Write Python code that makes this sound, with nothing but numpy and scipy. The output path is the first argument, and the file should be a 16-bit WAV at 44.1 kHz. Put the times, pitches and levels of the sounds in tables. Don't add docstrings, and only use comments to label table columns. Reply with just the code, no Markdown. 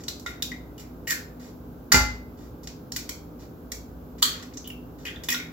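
import sys
import numpy as np
from scipy import signal
from scipy.fft import rfft, irfft
from scipy.io import wavfile

SR = 44100
rng = np.random.default_rng(int(sys.argv[2]) if len(sys.argv) > 2 else 0)


def unload_wav(signal):
    wavfile.write(
        sys.argv[1],
        SR,
        np.round(np.clip(np.atleast_2d(signal).T, -1, 1) * 32767).astype(np.int16),
    )


N = 243431

# (t/s, level/dB, length of the run/s, lowest f of the flexing piece/Hz, treble/dB)
SHELL_CRACKS = [(.037, -44.5, 0.0051, 4470, -20), (.082, -29, 0.0076, 3330, -3.5),
                (0.197, -42.5, .0012, 4000, 3), (0.4231, -24.5, .0012, 3260, 14),
                (0.4252, -31.5, .003, 3340, -11), (1.9191, -9, 0.0061, 840, 1.5),
                (2.633, -44, 0.014, 2600, 4), (2.673, -38, 0.0042, 2580, -6),
                (2.92, -31.5, 0.0025, 4200, -4), (2.9624, -24.5, .008, 1960, 2),
                (3.0917, -28, 0.0036, 1640, 1.5), (3.7182, -28.5, 0.0046, 3640, 2),
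                (4.222, -19.5, 0.0064, 1010, 16), (4.227, -14, 0.0017, 3120, 1.5),
                (4.426, -42, 0.0079, 1130, -3), (4.537, -49, 0.0064, 3960, -12),
                (4.57, -43.5, 0.014, 4700, -22), (4.675, -30.5, 0.0013, 9600, 26.5),
                (5.236, -35, 0.0091, 2500, 1), (5.2861, -22.5, 0.0063, 2000, 21)]
SNAPS_PER_S, SNAP_SPREAD_DB, FIRST_SNAP_DB = 1900, 5.5, 15


def cracks():
    out = np.zeros(N)
    for s, db, length, low_hz, treble_db in SHELL_CRACKS:
        run = snaps(length, SNAPS_PER_S, SNAP_SPREAD_DB, FIRST_SNAP_DB)
        add(out, s, at_level(piece(run, low_hz, treble_db), db))
    return out


# (t/s, level/dB, swell/s, die-away/s, lowest f/Hz, starting treble/dB,
# ring level of the hollow/dB, first pitch f of the hollow/Hz)
SHELL_CRUSHES = [(0.261, -38.5, .002, 0.039, 1270, 7, -39.5, 2370),
                 (.776, -39, .002, 0.025, 2100, 9, -51.5, 2720),
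                 (1.071, -17.5, 0.04, .017, 1810, 12.5, -25, 2240),
                 (1.927, -17.5, 0.0043, 0.049, 780, -5, -33, 1420),
                 (4.235, -30, .002, 0.071, 1190, -3.5, -39, 1690),
                 (5.051, -36.5, .001, 0.034, 1190, 5, -32.5, 2230),
                 (5.292, -19, 0.0077, 0.03, 1700, 20, -29.5, 2670)]
CRUSH_JERKS_PER_S, CRUSH_SPREAD_DB = 1200, 6
DULLING_DB_PER_S = 125.5
HOLLOW_SINK, HOLLOW_SINK_S = 0.43, 0.093


def crush_snaps():
    out, t = np.zeros(N), np.arange(SR // 4) / SR
    for s, db, swell, die_away, low_hz, treble_db, _, _ in SHELL_CRUSHES:
        squeeze = pressure(t, swell, die_away, start=0.22)
        run = jerks(t, CRUSH_JERKS_PER_S, CRUSH_SPREAD_DB) * squeeze
        treble_over_time = treble_db - DULLING_DB_PER_S * t
        add(out, s, at_level(piece(run, low_hz, treble_over_time), db))
    return out


def crushed_hollows():
    out, t = np.zeros(N), np.arange(SR // 4) / SR
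    for s, _, swell, die_away, _, _, db, first_hz in SHELL_CRUSHES:
        squeeze = pressure(t, swell, 1.6 * die_away, start=0.56)
        run = jerks(t, per_s=900, spread_db=2.5) * squeeze
        hz = first_hz * np.exp(-HOLLOW_SINK * (1 - np.exp(-t / HOLLOW_SINK_S)))
        add(out, s, at_level(pocket(run, hz, cycles=45, scatter=0.12), db))
    return out


# (t/s, level/dB, f/Hz, time it keeps being shaken/s)
AIR_POPS = [(.082, -34, 4100, .0023), (.262, -32.5, 1400, 0.0018), (.262, -38, 2110, .004),
            (.263, -39.5, 3740, 0.0063), (.423, -30.5, 3700, 0.00096), (0.517, -35.5, 2050, 0.012),
            (3.719, -43, 2140, 0.0076), (4.224, -24, 1234, 0.015), (4.226, -21.5, 3255, 0.0025),
            (4.227, -20, 4500, 0.0088), (4.573, -39, 6220, 0.0066), (4.644, -43.5, 3140, 0.034),
            (4.702, -40, 2740, 0.0058), (5.053, -35.5, 3160, .045), (5.16, -45.5, 3440, 0.0062),
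            (5.2867, -27.5, 2494, 0.0068), (5.2866, -29, 3420, 0.0043), (5.32, -31.5, 5870, 0.01),
            (5.322, -30, 1940, 0.013), (5.344, -31, 1480, 0.015), (5.345, -30.5, 3740, 0.0053),
            (5.398, -36, 2170, 0.014)]
POP_TICK_DB, POP_TICK_TREBLE_DB = -11, -21
POP_CYCLES, POP_LEAK = 44, 0.33


def film_ticks():
    out = np.zeros(N)
    for s, db, hz, _ in AIR_POPS:
        tick = signal.unit_impulse(SR // 4)
        add(out, s, at_level(piece(tick, hz, POP_TICK_TREBLE_DB), db + POP_TICK_DB))
    return out


def pops():
    out = np.zeros(N)
    for s, db, hz, length in AIR_POPS:
        run = snaps(length, per_s=870, spread_db=7.0, first_db=18)
        cycles = POP_CYCLES * (2000 / hz) ** POP_LEAK
        add(out, s, at_level(pocket(run, hz, cycles, scatter=1.57 / cycles), db))
    return out


# (t/s, level/dB, length/s)
FINGER_RUBS = [(0, -49, 0.023), (1.395, -45.5, 0.1), (2.373, -51, 0.098), (3.39, -49, 0.058),
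               (4.182, -48.5, .02), (4.982, -50.5, 0.066)]
RUB_LOW_HZ, RUB_TREBLE_DB = 1730, -4.5


def rubs():
    out = np.zeros(N)
    for s, db, length in FINGER_RUBS:
        run = snaps(length, per_s=3900, spread_db=5.0, first_db=-14)
        add(out, s, at_level(piece(run, RUB_LOW_HZ, RUB_TREBLE_DB), db))
    return out


# (f/Hz, level/dB)
SHELL_COLOUR = [(700, -3), (1500, 7), (2100, 2), (3000, -4.5), (4200, -1), (5500, -1), (7500, -3),
                (11000, -4.5), (16000, -5.5)]


def shell():
    return colour(cracks() + crush_snaps() + film_ticks() + rubs(), SHELL_COLOUR)[0]


DRAIN_START_S, DRAIN_DIE_AWAY_S, DRAIN_DB, DRAIN_HZ, STRANDS_PER_S = 4.33, 0.08, -44.5, 2100, 59


def draining():
    out, t = np.zeros(N), np.arange(SR // 4) / SR
    strands = jerks(t, STRANDS_PER_S, spread_db=7.0) * np.exp(-t / DRAIN_DIE_AWAY_S)
    add(out, DRAIN_START_S, at_level(pocket(strands, DRAIN_HZ, cycles=10, scatter=.35), DRAIN_DB))
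    return out


def hollows():
    wet = pops() + crushed_hollows() + draining()
    return signal.sosfilt(signal.butter(2, 750, "high", fs=SR, output="sos"), wet)


# (t/s, level/dB, contact time/s)
RIM_KNOCKS = [(1.9189, -1.5, 0.0009), (1.943, 6, 0.00049), (1.961, -37.5, 0.0014)]
# (f/Hz, relative level/dB, time to fall 60 dB/s)
BOWL_MODES = [(251, -25.5, 0.2), (426, -32.5, 0.13), (841.7, -30, .34), (1389, -25, .33),
              (1540, -32.5, 0.19), (1714, -29, 0.11), (2057.7, -20.5, 0.28), (2380, -32, 0.13),
              (2844, -38, 0.28), (3752, -39.5, .33), (4640, -34, .29), (4720, -38, .27), (5010, -40.5, .31),
              (5766, -36.5, .3), (6270, -30, .22), (7300, -28, .22), (7000, -31.5, 0.2)]


def bowl():
    out, t = np.zeros(N), np.arange(SR) / SR
    first = RIM_KNOCKS[0][0]
    for hz, mode_db, t60 in BOWL_MODES:
        swing = 0
        for s, db, contact in RIM_KNOCKS:
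            age = t - (s - first)
            softness = 1 / np.sqrt(1 + (hz * contact / 2) ** 2)
            fading = from_db(db + mode_db - 60 * np.abs(age) / t60)
            swing = swing + softness * (age >= 0) * fading
        add(out, first, swing * np.sin(2 * np.pi * hz * t))
    return out


# (t/s, level/dB, f/Hz, time to fall 60 dB/s)
COUNTER_THUDS = [(1.936, -24.5, 170, 0.21), (1.94, -25.5, 106.6, 0.63), (1.94, -22.5, 79, 0.43),
                 (1.946, -19, 57.4, 0.67), (2.015, -20.5, 62.5, 0.14)]


def counter():
    out, t = np.zeros(N), np.arange(SR) / SR
    for s, db, hz, t60 in COUNTER_THUDS:
        add(out, s, from_db(db) * ring(hz, t60, t) * (1 - np.exp(-t / 0.00084)))
    mid_band = signal.butter(2, [170, 900], "band", fs=SR, output="sos")
    bump = signal.sosfilt(mid_band, rng.standard_normal(len(t)))
    bump = bump * from_db(-60 * t / 0.32) * (1 - np.exp(-t / 0.019))
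    add(out, RIM_KNOCKS[0][0] + .007, at_level(bump, db=-16.5))
    return out


# (f/Hz, time to fall 60 dB/s)
ROOM_DECAY = [(100, 0.7), (700, 0.43), (2000, 0.38), (5000, 0.35), (8000, 0.26), (14000, 0.28)]
# (f/Hz, relative level/dB)
ROOM_TONE = [(100, -8), (700, -4.5), (2000, 0.5), (5000, 1), (8000, 4), (15000, -1)]


def kitchen():
    t = np.arange(int(.7 * SR)) / SR
    hz = np.fft.rfftfreq(len(t), 1 / SR)
    white, tail = rfft(rng.standard_normal((2, len(t)))), 0
    edges = np.geomspace(40, SR / 2, num=19)
    for low, high in zip(edges, edges[1:]):
        centre = np.sqrt(low * high)
        band = irfft(white * ((hz >= low) & (hz < high)), len(t))
        fall_db = -60 * t / at_hz(ROOM_DECAY, centre)
        tail = tail + band * from_db(at_hz(ROOM_TONE, centre) + fall_db)
    tail = unit(tail * (1 - np.exp(-t / 0.00028)))
    hits = rng.random((2, len(t))) < 2500 / SR
    near = rng.standard_normal((2, len(t))) * hits * np.exp(-t / 0.0026) * (t > .0007)
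    return unit(tail + 0.83 * unit(near))


def heard(x, echoes, room_db, left_db):
    direct = np.array([from_db(left_db) * np.roll(x, 2), x])
    return direct + from_db(room_db) * signal.fftconvolve(x[None], echoes, axes=1)[:, :N]


# (f/Hz, relative level/dB per Hz)
FAN_SPECTRUM = [(15, -59.5), (25, -50.5), (48, -2.5), (217, -10.5), (249, -5), (354, -13), (384, -16.5),
                (416, -11), (516, -17.5), (840, -23), (962, -25), (1560, -31), (1790, -43), (7510, -50),
                (16000, -39)]
# (f/Hz, left-right correlation)
FAN_LIKENESS = [(60, 1), (130, 0.85), (250, 0.92), (500, .55), (1000, 0.05), (3000, 0.059), (15000, 0.1)]
FAN_DB = -43


def fan():
    hz = np.fft.rfftfreq(N, 1 / SR)
    alike = np.clip(at_hz(FAN_LIKENESS, hz), 0, 1)
    mid, side = rfft(rng.standard_normal((2, N))) * from_db(at_hz(FAN_SPECTRUM, hz))
    spectrum = np.sqrt(1 + alike) * mid + np.sqrt(1 - alike) * side * [[1], [-1]]
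    return from_db(FAN_DB) * unit(irfft(spectrum, N)) * np.sqrt(N)


# (f/Hz, relative rms level/dB)
MOTOR_TONES = [(59.2, -50.5), (118.4, -60.5), (166.9, -55), (247.6, -51.5), (296.1, -55), (355.3, -62.5),
               (414.5, -62.5), (506.0, -63)]


def motor(hum_db, waver):
    t = np.arange(N) / SR
    hum, knots = 0, np.linspace(0, t[-1], num=40)
    for tone_hz, db in MOTOR_TONES:
        swell, sway = [np.interp(t, knots, waver * rng.standard_normal(len(knots))) for _ in range(2)]
        phase = 2 * np.pi * (tone_hz * t + rng.random()) + sway
        hum = hum + np.sqrt(2) * from_db(db) * (1 + swell) * np.sin(phase)
    return from_db(hum_db) * hum


def jerks(t, per_s, spread_db):
    sizes = from_db(spread_db * np.minimum(rng.exponential(1, len(t)), 3))
    sizes = sizes * rng.choice([-1, 1], len(t))
    return sizes * (rng.random(len(t)) < per_s / SR)


def snaps(length, per_s, spread_db, first_db):
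    t = np.arange(SR // 5) / SR
    run = jerks(t, per_s, spread_db) / (1 + (t / length) ** 8)
    run[0] = from_db(first_db)
    return run


LURCH_DB, LURCH_S = 2, .009


def pressure(t, swell, die_away, start):
    steps = rng.standard_normal(len(t))
    lurch = from_db(LURCH_DB * np.interp(t / LURCH_S, np.arange(len(t)), steps))
    build_up = np.minimum(start + (1 - start) * t / swell, 1)
    return lurch * build_up * np.exp(-np.maximum(t - swell, 0) / die_away)


BODY_DB = -14.5


def piece(run, low_hz, treble_db):
    flex = signal.sosfilt(signal.butter(3, low_hz, "high", fs=SR, output="sos"), run)
    body = signal.sosfilt(signal.butter(3, low_hz, fs=SR, output="sos"), run)
    run = flex + from_db(BODY_DB) * body
    dull = signal.sosfilt(signal.butter(2, 7000, fs=SR, output="sos"), run)
    bright = signal.sosfilt(signal.butter(2, 7000, "high", fs=SR, output="sos"), run)
    return dull - from_db(treble_db) * bright


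def pocket(run, hz, cycles, scatter):
    out, t = np.zeros(SR // 2), np.arange(SR // 16) / SR
    pitches = hz * np.exp(scatter * rng.normal(size=len(run)) * (np.arange(len(run)) > 0))
    for i in np.flatnonzero(run):
        add(out, i / SR, run[i] * ring(pitches[i], cycles / pitches[i], t))
    return out


def ring(hz, t60, t):
    return np.sin(2 * np.pi * hz * t) * from_db(-60 * t / t60)


def from_db(db):
    return 10 ** (np.asarray(db) / 20)


def unit(x):
    return x / np.sqrt(np.sum(x ** 2, axis=-1, keepdims=True) + 1e-20)


def at_level(sound, db):
    return unit(sound) * from_db(db) * np.sqrt(.004 * SR)


def at_hz(points, hz):
    f, value = np.transpose(points)
    return np.interp(np.log(np.maximum(hz, 1)), np.log(f), value)


def colour(x, points):
    size = 2 ** 13
    cepstrum = irfft(np.log(from_db(at_hz(points, np.fft.rfftfreq(size, 1 / SR)))))
    cepstrum[1:size // 2] *= 2
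    cepstrum[size // 2 + 1:] = 0
    response = irfft(np.exp(rfft(cepstrum)))
    return signal.fftconvolve(np.atleast_2d(x), response[None], axes=1)[:, :N]


def add(track, s, sound):
    start = max(round(s * SR), 0)
    track[start:start + len(sound)] += sound[:max(N - start, 0)]


def scene():
    echoes = kitchen()
    crackle = heard(shell(), echoes, room_db=5.0, left_db=-3.3)
    wet_pops = heard(hollows(), echoes, room_db=4.0, left_db=-2.5)
    clang = heard(bowl(), echoes, room_db=-1.5, left_db=-5.5)
    thud = heard(counter(), echoes, room_db=-18.5, left_db=0.0)
    return crackle + wet_pops + clang + thud + fan() + motor(hum_db=0.5, waver=0.35)


# (f/Hz, level/dB)
PORT_RESPONSE = [(20, -8.5), (38, -16), (52, -1.5), (7000, 3), (7800, 3), (8250, -17.5), (8650, -30.5),
                 (9200, -11), (10300, -4), (11500, 3), (15500, 3.5), (18000, -28.5)]
# (f/Hz, level/dB)
LEFT_TILT = [(500, -.3), (2000, .5), (5500, 0), (8000, -2), (15000, -2.8)]
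CUTOFF_HZ = 15900


def record(dry):
    left, right = colour(dry, PORT_RESPONSE)
    ports = np.array([colour(left, LEFT_TILT)[0], right])
    rounded = ports / (1 + (ports / .65) ** 6) ** (1 / 6)
    return signal.sosfilt(signal.ellip(12, .2, 90, CUTOFF_HZ, fs=SR, output="sos"), rounded)


dry = scene()
out = record(dry)
unload_wav(out)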